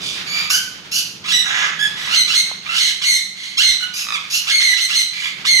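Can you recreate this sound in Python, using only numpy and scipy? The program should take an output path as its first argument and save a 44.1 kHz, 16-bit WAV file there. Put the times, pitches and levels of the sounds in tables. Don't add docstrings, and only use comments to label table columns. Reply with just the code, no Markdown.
import sys
import numpy as np
from scipy import signal
from scipy.fft import rfft, irfft, next_fast_len
from scipy.io import wavfile
from scipy.ndimage import uniform_filter1d, minimum_filter1d

SR = 44100
rng = np.random.default_rng(int(sys.argv[2]) if len(sys.argv) > 2 else 0)


def master(y):
    cut = np.clip(np.atleast_2d(y).T, -1, 1)
    pcm = np.round(cut * 32767)
    wavfile.write(sys.argv[1], SR, pcm.astype(np.int16))


N = 246959
TIME = np.arange(N) / SR

# (start [s], rasp [s], tone [s], pitch [Hz], sag [Hz], opening [dB], pre-break [dB], peak [dB],
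# release [dB], rasp roughness [-], tone roughness [-], lows [dB], highs [dB], shudder [0-1])
SQUAWKS = [ (1.239, 0.083, 0.11, 1985, 70.3, -35, -19.5, -13, -19, 0.86, 0.17, -9.5, -6.5, 0.21),
           (2.071, 0.093, 0.064, 2125, 82.7, -33.5, -15.5, -13, -12.5, 0.84, 0.02, -25, -7, 0.18),
           (2.274, 0.082, 0.061, 2173, 40.6, -24, -19, -13.5, -14.5, 0.8, 0, -15.5, -5, 0.49),
           (2.655, .14, 0.12, 2130, 78.7, -39.5, -16.5, -17, -18.5, .92, 0.65, -9, -5, 0.29),
           (3.016, 0.04, 0.14, 2203, 163.8, -22, -21, -16, -18.5, 0.77, 0.23, -6.5, -2.5, .5),
           (3.573, 0.059, .1, 2143, 120.5, -15, -15, -14.5, -14, 0.06, 0.09, -11.5, -7, 0.74),
           (4.469, .046, 0.1, 2205, 49.8, -26, -17.5, -16.5, -17.5, 0.8, .24, -3, -6, 0.12),
           (4.6, .028, .115, 2143, 134.8, -17, -19, -17, -17, .9, 0.3, -0.5, -5, .15),
           (4.765, 0.047, 0.058, 2122, 54.3, -20, -24, -18, -21, 0.87, .22, -11, -3, .12),
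           (4.889, 0.063, 0.082, 2164, 125, -23.5, -21.5, -15.5, -16.5, 0.92, 0.35, -14.5, -4.5, .12),
           (5.445, .034, 0.18, 2204, 275.3, -34, -17, -12.5, -13.5, .9, 0.16, -4.5, -6.5, 0.15)]
# (start [s], length [s], pitch [Hz], slide [Hz], opening [dB], peak [dB], roughness [-],
# lows [dB], highs [dB])
CHIRPS = [ (0.269, .21, 2358, 81.4, -31.5, -24.5, 0.34, -4, -4.5),
          (.499, 0.097, 1524, 210.4, -24.5, -25, 0.89, -9.5, 8.5),
          (.915, .11, 1458, 129.4, -29.5, -22, 0.93, -12, 4),
          (3.937, 0.12, 1295, 101, -32, -29, .8, -8.5, 5),
          (4.3, .11, 1412, 271.4, -30, -21, 0.85, -15.5, 2.5)]
# (start [s], swell [s], fade [s], pitch [Hz], glide [Hz], peak [dB], roughness [-],
# lows [dB], highs [dB])
CRIES = [ (0, 0.062, 0.12, 1203, -25.5, -24.5, .75, -19, -5.5),
         (.28, 0.087, 0.14, 1221, 39.5, -30.5, .7, -1.5, -6),
         (.497, .043, 0.049, 1481, 68.5, -36.5, .2, 17, -7),
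         (1.46, 0.16, 0.084, 1766, -78.5, -25.5, 1.08, -1.5, -8),
         (1.788, .044, 0.048, 1684, 36.5, -21, 0.22, 2.5, -4),
         (1.96, 0.1, 0.042, 1888, 99.5, -29.5, 0.77, -1, -4.5),
         (3.36, 0.087, .12, 2117, -3, -30.5, 0.82, -5.5, -6.5),
         (3.8, 0.034, .018, 1506, -15, -38.5, 0.29, 13.5, 3),
         (4.124, .02, 0.025, 1337, -230, -22.5, 0.21, 1, -6),
         (5.13, 0.12, .07, 2352, -130, -26.5, 0.92, 1, -5.5)]
# (pitch [Hz], half-harmonic strength [0-1])
DOUBLING = [(1600, 0.32), (2000, 0.42), (2170, 0.24), (2260, 0.5)]
# (frequency [Hz], gain [dB])
THROAT = [(400, -28), (950, -10.5), (1400, -4), (2100, 8), (2600, -1.5), (3200, 8), (4200, 6), (5000, 4),
          (6300, 1.5), (7400, -6), (9000, -8.5), (10500, -6), (12500, -9), (14500, -14.5)]
# (frequency [Hz], gain [dB])
TIGHT_THROAT = [(400, -40), (950, -30), (1500, -4), (2100, -1), (2800, 4.5), (3700, 4.5), (4800, 12),
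                (6500, 6), (7800, -13.5), (9000, -11.5), (11000, -2), (12500, -1.5), (14500, -19)]
# (time [s], peak [dB])
CROAKS = [(.501, -7.5), (4.049, -21), (4.067, -15), (4.086, -12), (4.104, -8), (4.122, -10), (5.451, -11)]
# (time [s], level [dB])
GROWL_LEVEL = [(1.438, -19.5), (1.538, -19), (1.626, -15), (1.76, -30)]
# (frequency [Hz], gain [dB])
GROWL_COLOUR = [(210, -63), (350, -31.5), (1500, 5.5), (1840, 5.5), (2160, 1.5), (3520, -2), (4210, -19),
                (6670, -7), (9000, -48), (11700, -70), (19800, -120)]
# (frequency [Hz], T60 [s])
ROOM_T60 = [(300, 0.29), (1400, 0.58), (3000, 0.62), (5600, 0.6), (9000, 0.44), (14000, 0.38)]
# (frequency [Hz], gain [dB])
LEFT_COLOUR = [(300, 13), (1200, -9), (2200, -5), (3500, -8.5), (4500, -3.5), (6000, -2.5), (9000, 6.5),
               (13000, 0.5)]
# (time [s], level [dB])
FLOCK_LEVEL = [(0, -35.5), (.4, -27), (.7, -38.5), (1.2, -42.5), (2, -29.5), (3.3, -46), (4.2, -33),
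               (5.25, -43.5), (5.4, -35), (5.6, -51.5)]
# (frequency [Hz], gain [dB])
FLOCK_COLOUR = [(500, -16), (1200, -2), (2200, 0.5), (3700, 1.5), (6500, -9), (8000, -18.5), (12000, -25),
                (14500, -25)]
# (time [s], level [dB])
ROAR_LEVEL = [(0, -42.5), (.6, -49.5), (1.8, -48), (2.2, -48), (3.2, -57), (4.3, -54.5), (4.7, -61),
              (5.2, -57), (5.6, -44)]
# (frequency [Hz], gain [dB])
ROAR_COLOUR = [(15, -49), (25, -20), (107, -1), (182, 7.5), (206, 0.5), (240, -2), (388, -3), (519, -8),
               (1100, -13.5), (1220, -9), (1500, -12), (1950, -51), (3300, -120)]
# (frequency [Hz], level [dB])
HUM_LINES = [(146, -61), (192, -55)]

OPENING_ROUGH_SHARE, RELEASE_FALL_HZ = .75, 50.3


def squawk(start_s, rasp_s, tone_s, tone_hz, sag_hz, opening_db, break_db, peak_db, release_db,
           rasp_rough, tone_rough, lows_db, highs_db, shudder):
    break_s, break_rough = .017, .136
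    crest_share, hold_share = .18, .712
    rasp_lows_db, rasp_highs_db = -9, -6
    mellow_db = .78 * (break_db - opening_db)
    jump_s = start_s + rasp_s
    crest_s = jump_s + crest_share * tone_s
    release_s = jump_s + hold_share * tone_s
    end_s = jump_s + tone_s
    contour = [(start_s, .5 * tone_hz, OPENING_ROUGH_SHARE * rasp_rough),
               (start_s + .22 * rasp_s, .62 * tone_hz, OPENING_ROUGH_SHARE * rasp_rough),
               (jump_s - break_s, .72 * tone_hz, rasp_rough),
               (jump_s, tone_hz, tone_rough + break_rough),
               (crest_s, tone_hz - crest_share * sag_hz, tone_rough),
               (release_s, tone_hz - hold_share * sag_hz, tone_rough),
               (end_s, tone_hz - sag_hz - RELEASE_FALL_HZ, tone_rough + break_rough)]
    effort = [(start_s, opening_db, rasp_lows_db + mellow_db, rasp_highs_db),
              (jump_s - break_s, break_db, rasp_lows_db, rasp_highs_db),
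              (crest_s, peak_db, lows_db, highs_db),
              (release_s, release_db, lows_db, highs_db),
              (end_s, release_db - 6, lows_db, highs_db)]
    return vocal_tract(contour, effort, THROAT, shudder)


def syrinx(pitch_hz, rough, shudder, shudder_hz=68, jitter_hz=210, slope_db_oct=-7, shimmer_db=5):
    size = len(pitch_hz)
    shudder_cycles = np.cumsum(shudder_hz * (1 + .194 * wander(40.8, size))) / SR
    dip = shudder * np.sin(np.pi * shudder_cycles) ** 8
    slip = .115 * rough ** 1.7 * (np.minimum(wander(jitter_hz, size) ** 2, 5) - .55)
    waver = .008 * wander(70, size)
    phase = 2 * np.pi * np.cumsum(pitch_hz * (1 - slip + waver) * (1 - .25 * dip)) / SR
    halves = at_hz(DOUBLING, pitch_hz) * (.2 + rough) * (1 + 1.2 * wander(150, size))
    tone = from_db(-5) * halves * np.sin(phase / 2)
    for k in np.arange(2, 21) / 2:
        strength = from_db(slope_db_oct * np.log2(k)) * (halves * .91 / k if k % 1 else 1)
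        tone += strength * (k * pitch_hz < SR * .4) * np.sin(k * phase + rng.uniform(0, 2 * np.pi))
    hiss = butter(rng.standard_normal(size), 5000, "low", order=1)
    breath = .45 * rough ** 2 * hiss * (1 + np.cos(phase))
    shimmer = from_db(shimmer_db * rough * np.minimum(wander(296, size), 1))
    return (tone + breath) * shimmer * (1 - np.clip(dip, 0, .9))


def vocal_tract(contour, effort, throat, shudder, edge_s=.008, shudder_build_s=.0493):
    start_s, end_s = effort[0][0], effort[-1][0]
    span = (TIME > start_s - edge_s / 2) & (TIME < end_s + edge_s)
    t = TIME[span]
    level_db, lows_db, highs_db = at_time(effort, t)
    hesitation_s = .0045 * wander(130, len(t))
    pitch_hz, rough = at_time(contour, t + hesitation_s)
    onset = np.clip((t - start_s) / shudder_build_s, 0, 1) ** 2
    voice = coloured(syrinx(pitch_hz, rough, shudder * onset), throat)
    lows = butter(voice, 3520, "low", order=6)
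    mids = butter(voice, [2500, 5000], "band", order=5)
    highs = butter(voice, [5000, 8000], "band", order=5)
    top_db = 3 + .6 * np.minimum(highs_db, 3)
    highs += from_db(top_db) * butter(voice, 7144, "high", order=5)
    throb_db = 3.5 * wander(70, len(t))
    balanced = (from_db(lows_db - 1 + throb_db) * levelled(lows)
                + levelled(mids)
                + from_db(highs_db - 3) * levelled(highs))
    gate = np.clip(np.minimum(t - t[0], t[-1] - t) / edge_s, 0, 1)
    out = np.zeros(N)
    out[span] = balanced * from_db(level_db) * gate
    return out


def chirp(start_s, length_s, pitch_hz, slide_hz, opening_db, peak_db, rough, lows_db, highs_db):
    top_s, release_s, end_s = start_s + length_s * np.array([.4, .672, 1])
    contour = [(start_s, pitch_hz - slide_hz, OPENING_ROUGH_SHARE * rough),
               (top_s, pitch_hz, rough),
               (release_s, pitch_hz, rough),
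               (end_s, pitch_hz - RELEASE_FALL_HZ, rough)]
    swell = [(start_s, opening_db), (top_s, peak_db), (release_s, peak_db), (end_s, peak_db - 12)]
    effort = [(s, db, lows_db, highs_db) for s, db in swell]
    return vocal_tract(contour, effort, TIGHT_THROAT, shudder=.0974)


def cry(start_s, swell_s, fade_s, pitch_hz, glide_hz, peak_db, rough, lows_db, highs_db):
    edge_db, edge_rough, mellow_db_per_db = -9, .1243, .32
    crest_s = start_s + swell_s
    end_s = crest_s + fade_s
    contour = [(start_s, pitch_hz, rough + edge_rough),
               (crest_s, pitch_hz + glide_hz / 2, rough),
               (end_s, pitch_hz + glide_hz, rough + edge_rough)]
    swell = [(start_s, edge_db), (crest_s, 0), (end_s, edge_db)]
    effort = [(s, peak_db + db, lows_db - mellow_db_per_db * db, highs_db) for s, db in swell]
    return vocal_tract(contour, effort, THROAT, shudder=.0664)


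def croaks(pitch_hz=1250, rise_s=.002):
    out = np.zeros(N)
    t = np.arange(SR // 50) / SR
    swell = (t / rise_s * np.exp(1 - t / rise_s)) ** 3
    for start_s, peak_db in CROAKS:
        buzz = syrinx(np.full(len(t), pitch_hz), rough=.39, shudder=.073)
        pulse = swell * coloured(buzz, THROAT)
        at = int(start_s * SR)
        out[at:at + len(t)] += from_db(peak_db) * pulse / np.abs(pulse).max()
    return out


def growl(gain_db=-4, rattle_db=3.5, edge_s=.025):
    level_db, = at_time(GROWL_LEVEL, TIME)
    start_s, end_s = GROWL_LEVEL[0][0], GROWL_LEVEL[-1][0]
    gate = np.clip(np.minimum(TIME - start_s, end_s - TIME) / edge_s, 0, 1)
    rattle = rng.standard_normal(N) * from_db(rattle_db * wander(200, N))
    return from_db(level_db + gain_db) * gate * unit_rms(coloured(rattle, GROWL_COLOUR))


def aviary(x, direct_db, early_db, tail_db, left_lag_ms, early_s=.011, build_s=.0011):
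    t = np.arange(int(SR * .8)) / SR
    edges_hz = np.geomspace(200, 16000, 11)
    tail = 0
    for low_hz, high_hz in zip(edges_hz, edges_hz[1:]):
        band = butter(rng.standard_normal((2, len(t))), [low_hz, high_hz], "band")
        t60_s = at_hz(ROOM_T60, np.sqrt(low_hz * high_hz))
        tail += band * from_db(-60 * t / t60_s)
    tail *= 1 - np.exp(-t / build_s)
    early = rng.standard_normal((2, len(t))) * (t > .002) * np.exp(-t / early_s)
    echoes = sum(from_db(db) * part / np.sqrt(np.sum(part ** 2) / 2)
                 for db, part in [(early_db, early), (tail_db, tail)])
    direct = np.array([np.interp(TIME - left_lag_ms / 1000, TIME, x), x])
    left, right = from_db(direct_db) * direct + signal.fftconvolve(x[None], echoes, axes=1)[:, :N]
    return np.array([coloured(left, LEFT_COLOUR), right])


def pressure_burst(time_s, width_s, band_hz, peak_db):
    envelope = np.exp(-((TIME - time_s) / width_s) ** 2)
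    burst = butter(rng.standard_normal(N) * envelope + 1e-18, band_hz, "band", order=3)
    return from_db(peak_db) * burst / np.abs(burst).max()


def flock(swell_db=2):
    level_db, = at_time(FLOCK_LEVEL, TIME)
    wash = unit_rms(coloured(rng.standard_normal((2, N)), FLOCK_COLOUR))
    return from_db(level_db + swell_db * wander(9.5, N)) * wash * from_db([[-3], [1]])


def machinery(roar_gain_db=3, width=.39, hum_gain_db=-2, hiss_db=-56):
    level_db, = at_time(ROAR_LEVEL, TIME)
    mid, side = unit_rms(coloured(rng.standard_normal((2, N)), ROAR_COLOUR))
    roar = from_db(level_db + roar_gain_db) * (mid + width * np.array([side, -side]))
    hum = 0
    for hz, db in HUM_LINES:
        phase = 2 * np.pi * hz * TIME
        line = wander(7.7, N) * np.sin(phase) + wander(5.3, N) * np.cos(phase)
        hum += from_db(db + hum_gain_db) * line
    hiss = unit_rms(butter(rng.standard_normal((2, N)), [500, 5000], "band"))
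    return roar + hum + from_db(hiss_db) * hiss


def from_db(db):
    return 10 ** (np.asarray(db) / 20)


def unit_rms(x):
    return x / np.sqrt(np.mean(x ** 2) + 1e-20)


def levelled(x):
    return x / np.sqrt(uniform_filter1d(x ** 2, SR // 32) + 1e-12)


def at_time(rows, t):
    times_s, *columns = np.transpose(rows)
    return [np.interp(t, times_s, column) for column in columns]


def at_hz(points, hz):
    points_hz, values = np.transpose(points)
    return np.interp(np.log(np.maximum(hz, 1)), np.log(points_hz), values)


def coloured(x, points):
    size = next_fast_len(x.shape[-1] + 2048)
    gain = from_db(at_hz(points, np.fft.rfftfreq(size, 1 / SR)))
    return irfft(rfft(x, size) * gain, size)[..., :x.shape[-1]]


def butter(x, hz, kind, order=2):
    return signal.sosfilt(signal.butter(order, hz, kind, fs=SR, output="sos"), x)


def wander(rate_hz, size):
    return unit_rms(butter(rng.standard_normal(size + SR // 2), rate_hz, "low")[-size:])


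def scene():
    calls = sum(squawk(*row) for row in SQUAWKS)
    calls += sum(chirp(*row) for row in CHIRPS)
    calls += sum(cry(*row) for row in CRIES)
    birds = aviary(calls + growl(), direct_db=-3.5, early_db=-5, tail_db=-5.5, left_lag_ms=.17)
    stutter = aviary(croaks(), direct_db=2, early_db=-3, tail_db=-8, left_lag_ms=.05)
    knock = pressure_burst(time_s=2.514, width_s=.0012, band_hz=[450, 1400], peak_db=-21)
    puff = pressure_burst(time_s=3.665, width_s=.05, band_hz=[38, 76], peak_db=-32.5)
    return from_db(4) * birds + stutter + knock + puff * from_db([[-14], [0]]) + machinery() + flock()


def record(dry, treble_side_db=-8, ceiling=.9, cutoff_hz=14400):
    mid, side = (dry[0] + dry[1]) / 2, (dry[0] - dry[1]) / 2
    side = coloured(side, [(5000, 0), (7000, treble_side_db)])
    stereo = np.array([mid + side, mid - side])
    max_gain = ceiling / np.maximum(np.abs(stereo).max(axis=0), ceiling)
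    gain = uniform_filter1d(minimum_filter1d(max_gain, size=201), size=201)
    return signal.sosfilt(signal.ellip(10, .2, 80, cutoff_hz, fs=SR, output="sos"), stereo * gain)


dry = scene()
out = record(dry)
master(out)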